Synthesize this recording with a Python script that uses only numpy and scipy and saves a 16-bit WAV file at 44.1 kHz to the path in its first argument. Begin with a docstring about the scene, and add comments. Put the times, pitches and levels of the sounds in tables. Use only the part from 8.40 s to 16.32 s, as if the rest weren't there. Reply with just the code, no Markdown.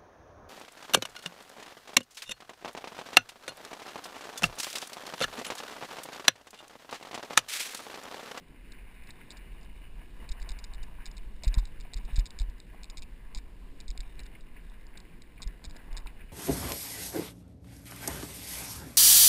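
"""Bumps shake the sprung mount of a small camera on the rider of a bicycle crossing rough dry dirt: low swings.
The camera sits in a plastic housing and rattles there: sharp contacts and loose chatter ring the housing.
Stones knock the frame and ping on the rim; random grains of grit ring housing and frame; coloured noise is
the tyre drone. The camera samples slowly and holds each value, which mirrors the spectrum into the treble."""
import sys
import numpy as np
from scipy import signal
from scipy.fft import rfft, irfft
from scipy.io import wavfile
from scipy.ndimage import uniform_filter1d

SR = 44100
rng = np.random.default_rng(int(sys.argv[2]) if len(sys.argv) > 2 else 0)


def linear_from_db(decibels):
    """Turn decibels (scalar or array-like) into linear amplitude factors; 0 gives 1."""
    return 10 ** (np.asarray(decibels, float) / 20)


def unload_wav(signal):
    """Save mono or channel-first audio to the path in sys.argv[1] as 16-bit WAV at rate SR, clipped to [-1, 1]."""
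    wavfile.write(
        sys.argv[1],
        SR,
        np.round(np.clip(np.atleast_2d(signal).T, -1, 1) * 32767).astype(np.int16),
    )


N = 349272  # length in samples


# How strongly the mount heaves at each pitch: pitch_hz [Hz], density_db [dB per Hz, relative]
HEAVE_SPECTRUM = [(6, -1), (11, 0.5), (24, -4.5), (36, -4), (46, -6), (58, -15.5), (75, -24), (110, -28.5)]
# Hard bumps: time_s [s, 6 ms after the middle of the push], swing_db [dB, before a fixed trim],
# ring_s [s to fall 60 dB], contact_s [s]
HARD_BUMPS = [(1.914, -17.5, 0.06, 0.024), (2.02, -26.5, 0.15, 0.023), (2.113, -23, 0.14, 0.024),
              (2.237, -33, 0.19, 0.021), (2.424, -26, 0.067, 0.023), (2.686, -30, 0.11, 0.023),
              (2.782, -25, 0.053, 0.022), (3.076, -17, 0.23, 0.0019), (3.179, -14, 0.15, 0.0026),
              (3.265, -24, 0.1, 0.024), (3.397, -29.5, 0.11, 0.019), (3.563, -25, 0.2, .012),
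              (3.652, -23, 0.12, 0.026), (3.735, -25, 0.32, 0.012), (3.788, -15, 0.13, 0.0029),
              (4.013, -20.5, 0.18, 0.0097), (4.092, -25.5, 0.063, 0.013), (4.603, -30, 0.065, 0.02),
              (4.972, -22.5, 0.13, 0.022), (5.5, -24, 0.14, 0.02), (5.599, -22.5, 0.13, 0.025),
              (5.676, -34, 0.091, 0.025), (5.83, -33.5, 0.12, 0.019), (7.069, -27, 0.15, 0.0047),
              (7.281, -23.5, 0.031, 0.012), (7.522, -20.5, 0.18, 0.034), (7.588, -30, 0.11, 0.015),
              (7.652, -26, 0.14, 0.024)]


def mount(shake_db):
    """Uneven ground heaves the sprung mount; hard bumps make it swing and ring out."""
    out = coloured(HEAVE_SPECTRUM) * linear_from_db(shake_db + 1.6 * walk(29))
    for time_s, swing_db, ring_s, contact_s in HARD_BUMPS:
        # a brief higher swing lies on top of the low spring note
        swing = np.pad(ring(swing_db - 12.0, 70., 0.023, 0.00084), (0, SR))
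        add(swing, 0, ring(swing_db + 4.5, 36.8, ring_s, 0.0014, stiffen=0.051))
        # a longer contact rounds the swing off
        push = np.hanning(int(contact_s * SR) + 3)
        rounded = signal.fftconvolve(swing, push / push.sum())
        add(out, time_s - .006 - contact_s / 2, rounded)
    return out


def ring(level_db, pitch_hz, t60_s, rise_s, stiffen=0):
    """A swing that builds up and dies away; a stiffening spring hurries its start by stiffen turns."""
    t = np.arange(int(t60_s * SR) + 2) / SR
    turns = pitch_hz * t - stiffen * np.expm1(-t / 0.024)
    build_up = -np.expm1(-t / rise_s)
    decay = np.exp(-np.log(1000) * t / t60_s)
    return linear_from_db(level_db) * np.sin(2 * np.pi * turns) * decay * build_up


# Camera striking its housing: time_s [s], level_db [dB, before fixed trims and the ringing of the housing]
CAMERA_STRIKES = [(0.321, -40.5), (0.3244, -46.5), (0.636, -54), (0.673, -50), (0.7058, -43.5),
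                  (0.9051, -36), (0.9111, -40), (0.9148, -41), (0.9206, -42.5), (0.9704, -42.5),
                  (1.2121, -54), (1.2307, -53), (1.2467, -54), (1.8907, -37), (1.916, -40), (1.9199, -35),
                  (2.001, -49), (2.018, -41), (2.0268, -40), (2.091, -33), (2.1056, -43), (2.118, -38.5),
                  (2.189, -36.5), (2.1984, -50), (2.241, -34.5), (2.3365, -38), (2.3467, -46),
                  (2.4298, -41), (2.4333, -45.5), (2.657, -36.5), (2.6636, -35), (2.6745, -46.5),
                  (2.7144, -44.5), (2.7684, -40.5), (2.78, -43), (3.0352, -31.5), (3.0415, -34.5),
                  (3.046, -32.5), (3.0487, -36), (3.0786, -36.5), (3.081, -38), (3.1415, -28),
                  (3.1494, -37), (3.1828, -39), (3.1874, -33), (3.194, -40.5), (3.2538, -38.5),
                  (3.273, -51), (3.4016, -44), (3.4086, -39.5), (3.5354, -34), (3.5415, -36), (3.543, -34),
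                  (3.553, -62), (3.5661, -46), (3.5727, -44), (3.5758, -45), (3.6513, -46.5), (3.7588, -36),
                  (3.7637, -32), (3.771, -36.5), (3.7753, -37), (3.7902, -33.5), (3.7955, -35),
                  (3.857, -34), (3.8635, -34), (3.8735, -60), (3.906, -38.5), (3.9887, -32.5),
                  (3.9986, -34.5), (4.0109, -50), (4.017, -38.5), (4.0293, -49), (4.0991, -50),
                  (4.1104, -60), (4.1818, -55), (4.2013, -44), (4.4334, -38), (4.443, -40), (4.454, -49),
                  (4.4997, -37.5), (4.5097, -50), (4.5718, -34), (4.5803, -36), (4.5851, -41), (4.592, -43),
                  (4.6215, -38.5), (4.6316, -44), (4.9482, -32), (4.9607, -44), (4.974, -35),
                  (4.9851, -42.5), (5.403, -38), (5.481, -37), (5.4846, -40), (5.504, -34.5), (5.5118, -42),
                  (5.5763, -35), (5.605, -35), (5.7933, -35), (5.8013, -42.5), (5.834, -50), (5.857, -51),
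                  (5.8645, -40.5), (6.008, -51), (6.468, -51.5), (6.5742, -38.5), (6.6021, -47),
                  (6.8203, -42), (7.0199, -34.5), (7.0237, -33), (7.0295, -32), (7.0347, -39),
                  (7.0751, -40), (7.2416, -36.5), (7.2515, -34.5), (7.2609, -45), (7.2975, -50),
                  (7.3094, -43), (7.3571, -58), (7.3648, -40), (7.5293, -43.5), (7.5678, -36),
                  (7.5734, -33), (7.5784, -35), (7.5906, -51), (7.6002, -53), (7.6705, -39.5)]


def strikes():
    """The camera may bounce up to twice after a strike, weaker each time; returns all hits in order."""
    bounce_chance, gap_s, loss_db, scatter_db = .6, .004, 6.5, 1.5
    when, strength = np.transpose(CAMERA_STRIKES)
    room = np.diff(when, append=np.inf)
    chance = rng.random((len(when), 2, 3))
    later = np.cumsum(gap_s * (0.55 + 0.88 * chance[..., 0]), axis=1)
    # the second bounce loses less than the first
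    scatter = scatter_db * (2 * chance[..., 1] - 1)
    weaker = np.cumsum(loss_db * np.array([1, .6]) + scatter, axis=1)
    # no second bounce without a first, and none too near the next strike
    happens = np.cumprod(chance[..., 2] < bounce_chance, axis=1)
    kept = happens * (later < room[:, None] - .002) > 0
    when = np.append(when, (when[:, None] + later)[kept])
    strength = np.append(strength, (strength[:, None] - weaker)[kept])
    order = np.argsort(when)
    return when[order], strength[order]


# Resonances of the housing: pitch_hz [Hz], width_hz [Hz, of the narrower of two filters], level_db [dB],
# part [whole part counts: 0 body, 1 middle, 2 top], loose_db [dB, share of the loose chatter]
HOUSING_MODES = [(2343, 290, -4, 0, -25), (3683, 267, 3, 1, 5), (4056, 610, -1.5, 1, -17),
                 (4963, 506, 4, 2, -8.5), (5286, 800, -1.5, 2.2, 0.5)]


def rattle(chatter_db):
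    """Each strike is a sharp contact in a short scrape; close strikes are joined by chatter. All ring the housing."""
    drive = np.zeros((3, N))
    t = np.arange(-int(.006 * SR), int(.025 * SR)) / SR
    when, strength = strikes()
    gaps = np.diff(when, append=np.inf)
    following = np.append(strength[1:], -60)
    for time_s, level_db, gap_s, next_db in zip(when, strength, gaps, following):
        noise = rng.standard_normal(len(t))
        # a hard strike rebounds cleanly, a weak one drags
        hard = np.clip((level_db + 47.5) / 22.0, 0, 1)
        scrape = noise * np.exp(-(t / (.0016 - 0.00095 * hard)) ** 2)
        scrape = scrape / np.sqrt(np.sum(scrape ** 2))
        contact = (0.69 + 0.43 * hard) * (t == 0)
        strike = contact + (.9 - 0.8 * hard) * scrape
        # sparse small rebounds fill the gap to a close next strike
        if gap_s < .011:
            fade_s = gap_s + 0.00018
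            debris_db = -25.5 + 0.39 * min(next_db - level_db, 0)
        else:
            fade_s = .006
            debris_db = -24.0 - 4.6 * hard
        debris = np.exp(-(t / np.where(t < 0, .003, fade_s)) ** 4)
        rebounds = linear_from_db(debris_db) * noise * debris * (rng.random(len(t)) < .1)
        # where it lands decides how much body, middle and top it has
        lands_db = rng.standard_normal(3) * [2.2, 1.2, 1.8]
        for part, part_db in zip(drive, lands_db):
            add(part, time_s - .006, linear_from_db(level_db + 24.0 + part_db) * (strike + rebounds))
    loose = unit(grains(1500., 2.46)) * linear_from_db(chatter_db + 9.5 + 4.0 * walk(40))
    out = np.zeros(N)
    for k, (pitch_hz, width_hz, level_db, part, loose_db) in enumerate(HOUSING_MODES):
        force = drive[int(part)] + loose * linear_from_db(loose_db)
        rung = band(band(force, pitch_hz, width_hz), pitch_hz, 6.2 * width_hz)
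        out += (-1) ** k * linear_from_db(level_db) * rung  # neighbours have opposite sign
    return out


# Stones knocking the frame: start_s [s], level_db [dB, before fixed trims], pitch_hz [Hz, lower of two notes]
FRAME_KNOCKS = [(2.075, -47, 690), (2.586, -49, 1020), (3.039, -37.5, 646), (3.185, -39, 1030),
                (3.228, -48, 830), (3.453, -47, 680), (3.531, -47, 720), (3.68, -52, 896),
                (4.345, -46, 750), (5.553, -48, 738), (7.003, -45, 1054), (7.219, -55, 950),
                (7.36, -47, 670), (7.529, -55, 610), (7.66, -39, 965.5)]
# Stones pinging on the rim: start_s [s], peak_db [dB], pitch_hz [Hz]
RIM_PINGS = [(1.1192, -53, 2510), (2.7815, -49.5, 2500), (3.5698, -50, 2210), (3.7, -48, 2700),
             (4.3345, -58, 2214), (4.6253, -45, 2500), (5.6306, -48, 2290), (5.9281, -52, 2480),
             (5.9505, -46, 2230), (6.166, -47, 2210), (6.6979, -54, 2400), (6.978, -47, 2332),
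             (7.67, -41.5, 2400), (7.808, -48, 2340)]


def stones():
    """Compact two-note knocks on the frame; pings on the rim are a scuffed blow into one resonance."""
    out = np.zeros(N)
    for start_s, level_db, pitch_hz in FRAME_KNOCKS:
        add(out, start_s, ring(level_db + 5.5, pitch_hz, 0.016, 0.00094))
        add(out, start_s, ring(level_db - 7.0, 1.41 * pitch_hz, 0.035, 0.0011))
    t = np.arange(int(.05 * SR)) / SR
    for start_s, peak_db, pitch_hz in RIM_PINGS:
        scuff = rng.standard_normal(len(t)) * np.exp(-t / 0.0073)
        blow = band(band(scuff, pitch_hz, 474.0), pitch_hz, 914.0)
        add(out, start_s, linear_from_db(peak_db) * blow / np.abs(blow).max())
    return out


def grit(modes, level_db, favoured_hz, falloff_db):
    """Crushed grit excites a set of resonances, each flickering on its own."""
    crunch = unit(grains(3000., 1.65)) * linear_from_db(1.78 * walk(32))
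    out = np.zeros(N)
    for k, (pitch_hz, width_hz, mode_db) in enumerate(modes):
        # resonances far from the favoured pitch are weaker
        shade_db = -falloff_db * np.abs(np.log2(pitch_hz / favoured_hz))
        flicker_db = 1.22 * walk(20)
        rung = band(band(crunch, pitch_hz, width_hz), pitch_hz, 2.43 * width_hz)
        out += (-1) ** k * linear_from_db(mode_db + shade_db + flicker_db) * rung
    return unit(out) * linear_from_db(level_db)


# Coarse patches of ground: middle_s [s], length_s [s], housing_rise_db [dB], frame_rise_db [dB]; below 0 is a dip
COARSE_PATCHES = [(0.346, 0.11, 4, 0), (0.697, 0.05, 9.5, 6), (0.802, .1, 4.5, 0), (0.933, 0.085, 5, 7),
                  (1.25, .1, 3.5, 4), (1.448, 0.11, 4.5, 1.5), (1.612, 0.093, 6.5, 6.5),
                  (1.832, 0.074, 5.5, 7.5), (2.084, 0.33, 0, 5.5), (2.438, 0.041, 8, 0),
                  (2.617, 0.057, 4, -1), (3.05, 0.09, 5, 8), (3.152, .1, 2, 9.5), (3.45, 0.033, 6, 3.5),
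                  (3.587, 0.059, 3, 5), (3.693, 0.041, 4, 5), (3.8, 0.071, 5, 8.5), (4.018, 0.046, 3, 6),
                  (4.343, 0.051, -4, 4.5), (4.509, 0.098, 2.5, -3), (4.63, 0.03, -1, 3), (4.96, 0.11, 3, 5),
                  (5.435, 0.079, 1, 4), (5.8, 0.034, 6, 8), (5.865, 0.036, 4, 4), (5.965, 0.12, 3, 2),
                  (6.172, 0.051, 4, 3), (6.569, 0.086, 6, 2.5), (7.021, 0.058, 2, 11), (7.091, 0.038, 3, 5),
                  (7.25, 0.029, 5, 10), (7.354, 0.052, 2.5, 4), (7.567, 0.12, 5, 6.5),
                  (7.688, 0.069, 8.5, 4), (7.811, 0.04, 6.5, 3)]


def patches():
    """The change in crunch level swells and fades as the wheels cross each coarse patch."""
    out = np.zeros((2, N))
    for middle_s, length_s, *rises_db in COARSE_PATCHES:
        swell = np.sqrt(np.hanning(int(length_s * SR)))
        for part, rise_db in zip(out, rises_db):
            add(part, middle_s - length_s / 2, rise_db * swell)
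    return out


# Drone of the tyre casing: pitch_hz [Hz], density_db [dB per Hz, relative]
CASING_SPECTRUM = [(60, -12), (100, -2.5), (160, 0), (230, -2), (330, -6), (480, -10), (800, -25.5),
                   (1400, -25.5), (3000, -25), (6000, -31)]


def casing(drone_db):
    """The drone of the rolling tyre: coloured noise whose level wanders."""
    return coloured(CASING_SPECTRUM) * linear_from_db(drone_db + 1.4 * walk(12))


def coloured(spectrum):
    """Noise shaped to a spectrum of (Hz, dB) points, silenced 60 dB down outside them, rms 1."""
    hz, db = np.transpose(spectrum)
    f = np.maximum(np.fft.rfftfreq(N, 1 / SR), 1)
    colour = linear_from_db(np.interp(np.log(f), np.log(hz), db, left=-60, right=-60))
    return unit(irfft(rfft(rng.standard_normal(N)) * colour, N))


def grains(per_s, spread_db):
    """Scattered impulses, many small and a few large."""
    hit = rng.random(N) < per_s / SR
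    return hit * rng.standard_normal(N) * linear_from_db(spread_db * rng.exponential(size=N))


def walk(rate):
    """A random wandering curve: levels held 1 / rate seconds, then smoothed twice."""
    k = int(SR / rate)
    held = np.repeat(rng.standard_normal(N // k + 1), k)
    return 0.92 * uniform_filter1d(uniform_filter1d(held, k), k)[:N]


def band(x, pitch_hz, width_hz):
    """One resonance, gain 1 at its centre."""
    return signal.lfilter(*signal.iirpeak(pitch_hz, pitch_hz / width_hz, fs=SR), x)


def unit(x):
    """Scale to rms 1."""
    return x / np.sqrt(np.mean(x ** 2))


def add(out, start_s, wave):
    """Mix a short sound in at start_s."""
    start = int(start_s * SR)
    out[start:start + len(wave)] += wave[:len(out) - start]


# The ride, levels before wander and patches: time_s [s], grit_db [dB, grit in the housing],
# frame_db [dB, grit in the frame], chatter_db [dB, before a fixed trim], shake_db [dB, heave of the mount]
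RIDE_LEVELS = [(0.0, -66.5, -71.5, -86, -52), (0.66, -56, -66, -76, -42.5), (0.81, -58, -65, -73, -53),
               (1.12, -62, -68, -78, -42.5), (1.79, -66, -68, -79.5, -40), (2.03, -58.5, -65, -76, -40),
               (2.51, -65, -64, -78, -41), (2.96, -65.5, -69, -80, -40), (3.2, -59, -66.5, -73, -40),
               (3.44, -61, -67.5, -78, -41.5), (3.73, -60, -66, -67, -49), (3.95, -66.5, -64.5, -86, -40.5),
               (4.26, -66, -72.5, -78, -47.5), (4.52, -63, -62.5, -87, -44), (4.74, -67, -69.5, -84, -42.5),
               (5.38, -68.5, -70, -88, -43), (5.67, -62, -66, -78, -45.5), (5.84, -62, -67.5, -80, -45),
               (6.31, -65.5, -70, -79.5, -44.5), (6.81, -66, -70, -85, -51), (6.99, -61.5, -68, -82, -46),
               (7.52, -61.5, -64.5, -78, -45.5), (7.72, -67.5, -67, -79, -42), (7.92, -61, -71, -85, -38.5)]
# Coarser or finer soil favours lower or higher resonances: time_s [s], favoured_hz [Hz],
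# falloff_db [dB per octave away from it]
SOIL_COLOUR = [(0.0, 2330, 17), (0.3, 2160, 20), (0.8, 2190, 29), (0.97, 2070, 14), (1.28, 2600, 15.5),
               (1.65, 2350, 12), (1.85, 2050, 6), (2.3, 2190, 14), (2.8, 2310, 9), (3.2, 2110, 16),
               (3.6, 2290, 23.5), (3.95, 2100, 4), (4.6, 2240, 24), (4.85, 2000, 11), (5.3, 2210, 13),
               (5.95, 2150, 15), (6.4, 2050, 18), (7.0, 2148, 22), (7.3, 1895, 17), (7.92, 2250, 15)]
# What the grit rings in the housing: pitch_hz [Hz], width_hz [Hz, of the narrower of two filters], level_db [dB]
SHELL_MODES = [(1698, 366, 0.5), (2050, 153, -3.5), (2350, 430, -4.5), (2938, 185, -2.3)]
# What the grit rings in the frame: pitch_hz [Hz], width_hz [Hz, of the narrower of two filters], level_db [dB]
FRAME_MODES = [(658, 165, -1), (995, 246, 3.5)]


def scene():
    """Everything reaches the microphone through mount and housing: here the layers are summed."""
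    t = np.arange(N) / SR
    time_s, *columns = np.transpose(RIDE_LEVELS)
    grit_db, frame_db, chatter_db, shake_db = (np.interp(t, time_s, c) for c in columns)
    time_s, *columns = np.transpose(SOIL_COLOUR)
    favoured_hz, falloff_db = (np.interp(t, time_s, c) for c in columns)
    shell_rise_db, frame_rise_db = patches()
    lumps = walk(18)  # shared by housing and frame
    shell = grit(SHELL_MODES, grit_db + shell_rise_db + 1.4 * lumps, favoured_hz, falloff_db)
    frame = grit(FRAME_MODES, frame_db + frame_rise_db + 1.5 * lumps, favoured_hz, 0)
    # the drone follows part of the frame's rise
    drone = casing(-58 + 0.37 * frame_rise_db)
    mix = mount(shake_db) + rattle(chatter_db) + stones() + shell + frame + drone
    return mix[None]


def band_limit(x):
    """A steep low-pass at the top of the band."""
    return signal.sosfilt(signal.butter(12, 16190, fs=SR, output="sos"), x)


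def record(dry):
    """Sampled 12000 times a second and held, so every sound has mirror images around that rate; the top is cut."""
    smooth = signal.sosfilt(signal.butter(N=6, Wn=5500., fs=SR, output="sos"), dry)
    slow = signal.resample_poly(smooth, 40, 147, axis=1)  # 44100 to 12000 Hz
    stairs = np.repeat(slow, 4, axis=1)  # each value held for 4 samples at 48000 Hz
    held = signal.resample_poly(stairs, 147, 160, axis=1)  # 48000 to 44100 Hz
    aligned = np.pad(held, ((0, 0), (0, 16)))[:, 6:N + 6]  # 6 samples earlier
    top_cut = signal.ellip(8, .2, 40, 15100, fs=SR, output="sos")
    finished = signal.sosfiltfilt(top_cut, aligned)
    return band_limit(finished)


dry = scene()
out = record(dry)
unload_wav(out)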